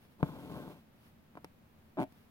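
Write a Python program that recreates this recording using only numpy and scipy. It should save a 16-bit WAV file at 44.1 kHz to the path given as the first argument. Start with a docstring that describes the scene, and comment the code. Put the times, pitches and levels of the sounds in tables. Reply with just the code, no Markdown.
"""A faint brush of thread, then the pop of an embroidery needle's eye through taut hooped fabric, close
to a stereo microphone in a quiet room. The cloth rings like a small damped drum and the thread hisses
through after it. The needle tip then pricks the cloth a few times and is pushed back in with a short
stick-slip rasp. The tabletop and the room answer softly over a low room tone."""
import sys
import numpy as np
from scipy import signal
from scipy.fft import rfft, irfft, next_fast_len
from scipy.io import wavfile
from scipy.ndimage import uniform_filter1d

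SR = 44100
rng = np.random.default_rng(int(sys.argv[2]) if len(sys.argv) > 2 else 0)


def unload_audio(sound):
    """Save the sound as a 16-bit wav file, at the path given as the first command line argument."""
    columns = np.transpose(np.atleast_2d(sound))
    # keep every value between -1 and 1, then stretch to whole-number steps
    steps = np.round(np.clip(columns, -1, 1) * 32767)
    wavfile.write(sys.argv[1], SR, steps.astype(np.int16))


N = 101429
SIZE = next_fast_len(N + SR // 2, real=True)
HZ, TIME = np.fft.rfftfreq(SIZE, 1 / SR), np.arange(N) / SR
CLOTH_DAMPING_HZ = 2800  # the cloth radiates little above this


def amp(db):
    """Decibels to gain."""
    return 10 ** (np.asarray(db) / 20)


def unit(x):
    """Scale to rms 1."""
    return x / np.sqrt(np.mean(x ** 2) + 1e-20)


def along(points, hz=HZ):
    """Join (frequency, value) points on a log frequency axis."""
    freqs, values = np.transpose(points)
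    return np.interp(np.log(hz + 1), np.log(freqs + 1), values)


def filtered(x, response):
    """x through a frequency response."""
    return irfft(rfft(x, SIZE) * response, SIZE)[..., :N]


def minimum_phase(gain):
    """Causal response with the given gain per frequency."""
    cepstrum = irfft(np.log(gain + 1e-6 * gain.max()), SIZE)
    cepstrum[1:SIZE // 2] *= 2
    cepstrum[SIZE // 2 + 1:] = 0
    return np.exp(rfft(cepstrum))


def kicks(times, sizes):
    """A single-sample kick at each time."""
    samples = np.round(np.asarray(times) * SR).astype(int)
    return np.bincount(np.clip(samples, 0, N - 1), sizes, N)


def stereo_noise(spectrum, likeness):
    """Noise of rms 1 with the given colour and left-right correlation."""
    angle = np.arccos(np.clip(along(likeness), -1, 1)) / 2
    gains = amp(along(spectrum)) * np.array([np.cos(angle), np.sin(angle)])
    mid, side = filtered(rng.standard_normal((2, N)), gains)
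    return unit(np.array([mid + side, mid - side]))


# The quiet room around the microphone (frequency [Hz], level [dB])
AIR_COLOUR = [(20, -5), (45, -20.5), (80, 0.5), (105, -4.5), (150, -2), (190, -4), (222, 1.5), (270, -8.5),
              (410, -13), (600, -14), (1200, -19.5), (2500, -24), (5000, -33), (7800, -38), (11000, -34.5),
              (15500, -30.5)]
# Its likeness left and right (frequency [Hz], correlation [-1..1])
AIR_LIKENESS = [(60, 0.91), (280, 0.74), (550, 0.17), (1500, 0.021), (6000, -0.043)]


def room_tone(level_db=-62.5):
    """Steady low air, centred in the bass and wide in the treble."""
    return amp(level_db) * stereo_noise(AIR_COLOUR, AIR_LIKENESS)


# Decay of the small room (frequency [Hz], t60 [s])
ROOM_DECAY = [(150, 0.37), (800, 0.09), (3000, .15), (10000, 0.22)]
# Tone of its reflections (frequency [Hz], level [dB])
REVERB_COLOUR = [(100, 0), (300, -19.5), (700, 8.5), (1200, -2), (3000, 2), (10000, -30)]


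def room_reverb(x, send_db=-14):
    """The small room answers with a short diffuse tail."""
    hz, t, bands = signal.stft(rng.standard_normal((2, SR // 2)), SR, nperseg=256)
    decay = amp(-60 * t / along(ROOM_DECAY, hz)[:, None])
    tail = signal.istft(bands * decay, SR, nperseg=256)[1]
    send = filtered(x, amp(send_db + along(REVERB_COLOUR)))
    return signal.fftconvolve(send, tail / np.linalg.norm(tail[0]), axes=1)[:, :N]


def table_echo(x, delay_s=.0068, gain_db=-15):
    """One dull reflection off the tabletop under the hoop."""
    delay = np.exp(-2j * np.pi * HZ * delay_s)
    return filtered(x, amp(gain_db) * delay / (1 + 1j * HZ / CLOTH_DAMPING_HZ))


# Fibre noise at the microphone (frequency [Hz], left minus right [dB])
FIBRE_BALANCE = [(3000, 0), (8000, -2), (10000, 12.5), (13000, 2.5), (15500, 7.5)]
# Its likeness left and right (frequency [Hz], correlation [-1..1])
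FIBRE_LIKENESS = [(1000, 0.26), (3000, -0.69), (7000, 0.48), (11000, -0.0037)]


def fibre_noise(spectrum):
    """The fizz of fibres at rms 1, its top leaning to the left."""
    balance = amp(np.outer([.5, -.5], along(FIBRE_BALANCE)))
    return unit(filtered(stereo_noise(spectrum, FIBRE_LIKENESS), balance))


# Slack thread touching the cloth (time [s], half-width [s], level [dB])
BRUSH_SWELLS = [(0.037, 0.042, -68.5), (0.124, 0.029, -72), (1.01, 0.09, -73.5), (1.07, 0.037, -69.5),
                (1.818, 0.12, -80), (2.178, 0.1, -70.5)]
# Tone of that touch (frequency [Hz], level [dB])
BRUSH_COLOUR = [(300, 12), (1000, 15), (2800, 10.5), (5000, 5), (7500, -6), (11000, 4), (15500, 3.5)]


def thread_brushes():
    """Soft swells of slack thread sliding over the cloth."""
    swells = sum(amp(db) * np.exp(-((TIME - at) / width) ** 2) for at, width, db in BRUSH_SWELLS)
    return fibre_noise(BRUSH_COLOUR) * swells


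# Modes of the stretched fabric (frequency [Hz], width [Hz], level [dB])
FABRIC_MODES = [(150, 52, 6), (272.6, 27, -0.5), (326, 18, -50.5), (484, 66, -11.5), (619.6, 30.6, -15),
                (718.4, 17, -17), (903, 110, -12.5), (1046, 103, -13.5), (1300, 19, -23.5),
                (1506, 110, -16), (2200, 370, -19), (3540, 450, -21)]


def fabric(colour, rise_hz=0):
    """Frequency response of the taut cloth to a kick of this colour; its ring peaks at 1."""
    power = sum(np.abs(amp(db) * HZ * width / ((hz + rise_hz) ** 2 - HZ ** 2 + 1j * HZ * width)) ** 2
                for hz, width, db in FABRIC_MODES)
    damped = np.sqrt(power / (1 + (HZ / CLOTH_DAMPING_HZ) ** 2))
    response = minimum_phase(np.abs(colour) * damped)
    return response / np.abs(irfft(response, SIZE)).max()


# Weak, longer ringing of the hoop (frequency [Hz], t60 [s], level [dB])
HOOP_MODES = [(604, .11, -10), (738, .1, -12), (805, .12, -9), (875, .1, -10), (1070, .05, -8),
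              (1160, .07, -10), (1300, .1, -9), (1575, .08, -9), (2300, .03, -7)]


def hoop(cloth, ring_db=3.5):
    """The cloth's vibration plus the ring it sets off in the hoop."""
    ring = 0
    for hz, t60, db in HOOP_MODES:
        width = np.log(1000) / (np.pi * t60)
        ring += amp(db) * 1j * HZ * width / (hz ** 2 - HZ ** 2 + 1j * HZ * width)
    return filtered(cloth, 1 + amp(ring_db) * ring)


# The fabric at the two microphone ports (frequency [Hz], left minus right [dB])
PORT_BALANCE = [(50, 28), (150, 5), (300, 2.5), (600, 2), (950, 1.3), (1500, -3.5), (2400, 4), (5000, 6)]
# Phase between the ports (frequency [Hz], left lead [rad])
PORT_LEAD = [(20, -2.5), (300, 0.86), (600, 0.27), (900, 0.76), (1400, 1.1), (2500, 4), (4500, 3)]


def microphone(x):
    """At close range, cloth and hoop reach each port with its own level and phase."""
    half = np.array([[.5], [-.5]])
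    return filtered(x, amp(half * along(PORT_BALANCE)) * np.exp(1j * half * along(PORT_LEAD)))


# Thread drawn through, close up (time [s], drumming level [dB], hiss level [dB])
PULL_LEVELS = [(.18, -76, -84), (.204, -50, -70), (.222, -54.5, -75), (.25, -46, -62.5), (.375, -49, -65),
               (.4, -50.5, -62.5), (.49, -50.5, -64), (.501, -45.5, -61), (.6, -45, -61.5),
               (.66, -50.5, -65), (0.721, -50, -63.5), (.745, -56, -69), (.8, -64, -72), (.85, -99, -86)]
# Tone of the fibres' plucks (frequency [Hz], level [dB])
PLUCK_COLOUR = [(40, -10.5), (150, -5), (280, 4), (400, 5.5), (650, 1.5), (1000, 0.5), (1600, -1),
                (1900, -14), (4000, -5)]
# Thread rubbing on the weave (frequency [Hz], level [dB])
HISS_COLOUR = [(600, -9), (2000, 10), (3300, 9), (5000, 1.5), (7500, -3.5), (10000, -2.5), (13000, 3),
               (15500, -0.5)]


def thread_pull(fibres_per_s=2000, spread_db=1):
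    """The running thread plucks the weave with countless fibres and hisses."""
    times, drum_db, hiss_db = np.transpose(PULL_LEVELS)
    running = (TIME > times[0]) & (TIME < times[-1])
    envelope = lambda db: amp(np.interp(TIME, times, db)) * running
    plucks = (rng.random(N) < fibres_per_s / SR) * amp(spread_db * rng.standard_normal(N))
    drum = unit(filtered(plucks - plucks.mean(), fabric(amp(along(PLUCK_COLOUR)))))
    # the hiss roughens with the density of plucks
    grain = unit(np.sqrt(np.abs(uniform_filter1d(plucks, size=60)) + plucks.mean()))
    hiss = fibre_noise(HISS_COLOUR) * grain
    return microphone(hoop(drum * envelope(drum_db))) + hiss * envelope(hiss_db)


def fibre_cracks(times, db, spectrum, t60=.016):
    """Fibres snap: a brief burst of noise at each time."""
    fade = amp(-60 * TIME[:SR // 10] / t60)
    return signal.fftconvolve(kicks(times, amp(db)), fade)[:N] * fibre_noise(spectrum)


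# The needle going back in (time [s], rasp level [dB], crack level [dB], thump level [dB])
SLIP_LEVELS = [(1.9707, -37, -75, -65), (1.983, -29, -71, -63), (1.991, -22.5, -59, -39),
               (2.001, -26.5, -47, -33.5), (2.01, -30.5, -55.5, -31), (2.016, -23, -45, -47),
               (2.026, -26.5, -45.5, -52), (2.04, -31, -50.5, -57)]
# The shaft sticking and slipping in the weave (time [s], rate [slips/s])
SLIP_PACE = [(1.9715, 380), (1.982, 335), (1.987, 165), (1.998, 140), (2.006, 265), (2.015, 112),
             (2.028, 140), (2.042, 100)]
# Tone of the shaft's rasp (frequency [Hz], level [dB])
RASP_COLOUR = [(30, -36), (70, -3), (150, -15.5), (270, 2), (360, 10), (480, -6.5), (620, 8.5), (850, 6),
               (1100, -3), (1500, -2), (1900, -7), (2500, -8), (5000, -14)]
# Heave of the whole cloth (frequency [Hz], level [dB])
THUMP_COLOUR = [(30, -44), (70, -19), (140, -13), (260, 3), (370, -1), (500, -14), (1000, -21), (4000, -48)]
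# Fibres cracking at each slip (frequency [Hz], level [dB])
SLIP_CRACK_COLOUR = [(500, -14), (2500, 14.5), (5000, -2), (8000, -3.5), (10200, -1), (12000, -5),
                     (15500, -2)]


def needle_push(jitter_s=.0003, spread_db=1):
    """The needle judders through the weave; as the grip tightens its slips slow and heave the cloth."""
    times, rasp_db, crack_db, thump_db = np.transpose(SLIP_LEVELS)
    rate = np.interp(TIME, *np.transpose(SLIP_PACE), left=0, right=0)
    slip_count = np.ceil(np.cumsum(rate) / SR)
    slips = TIME[1:][np.diff(slip_count) > 0]
    time_scatter, level_scatter = rng.standard_normal((len(slips), 2)).T
    slips = slips + jitter_s * time_scatter
    slip_db = lambda db: np.interp(slips, times, db) + spread_db * level_scatter
    rasp = filtered(kicks(slips, -amp(slip_db(rasp_db))), fabric(amp(along(RASP_COLOUR))))
    thump = filtered(kicks(slips, -amp(slip_db(thump_db))), fabric(amp(along(THUMP_COLOUR))))
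    return microphone(hoop(rasp + thump)) + fibre_cracks(slips, slip_db(crack_db), SLIP_CRACK_COLOUR)


# The eye's loud pop and the tip's light pricks, close to the microphone (time [s], level [dB],
# bass cut [Hz], treble cut [Hz], crack level [dB], rise of the modes under the needle's pressure [Hz])
NEEDLE_POPS = [(0.052, -54.5, 600, 2000, -70, 5), (0.2296, -14, 69.4, 1950, -49, 0.59),
               (1.354, -41, 250, 2300, -66, 26), (1.3687, -48, 400, 1000, -80, 20),
               (1.373, -35.5, 1100, 834, -63, 9.4), (1.3759, -39.5, 700, 810, -74, 13),
               (1.382, -46.5, 600, 900, -82, 11), (1.4452, -35, 200, 2600, -46.5, 21),
               (1.4474, -40, 150, 1500, -74, 31), (2.123, -54, 110, 710, -60, 5)]
# Fibres snapping at each pop (frequency [Hz], level [dB])
POP_CRACK_COLOUR = [(500, -12), (2000, 9), (3000, 0), (4500, 2), (7500, -8), (11000, -2.5), (15500, -11)]


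def needle_pops():
    """The needle catches and lets go of the cloth, which rings once each time."""
    drum = np.zeros(N)
    for at, db, bass_hz, treble_hz, _, rise_hz in NEEDLE_POPS:
        contact = (1j * HZ / (bass_hz + 1j * HZ) / (treble_hz + 1j * HZ)) ** 2
        drum += filtered(kicks([at], [amp(db)]), fabric(contact, rise_hz))
    times, _, _, _, crack_db, _ = np.transpose(NEEDLE_POPS)
    return microphone(hoop(drum)) + fibre_cracks(times, crack_db, POP_CRACK_COLOUR)


def scene():
    """The close stitching, its echo off the table, the room's answer and the room tone."""
    stitching = needle_pops() + thread_pull() + needle_push() + thread_brushes()
    return stitching + table_echo(stitching) + room_reverb(stitching) + room_tone()


def record(dry):
    """The recorder keeps nothing above 16 kHz."""
    return filtered(dry, HZ < 16000)


dry = scene()
out = record(dry)
unload_audio(out)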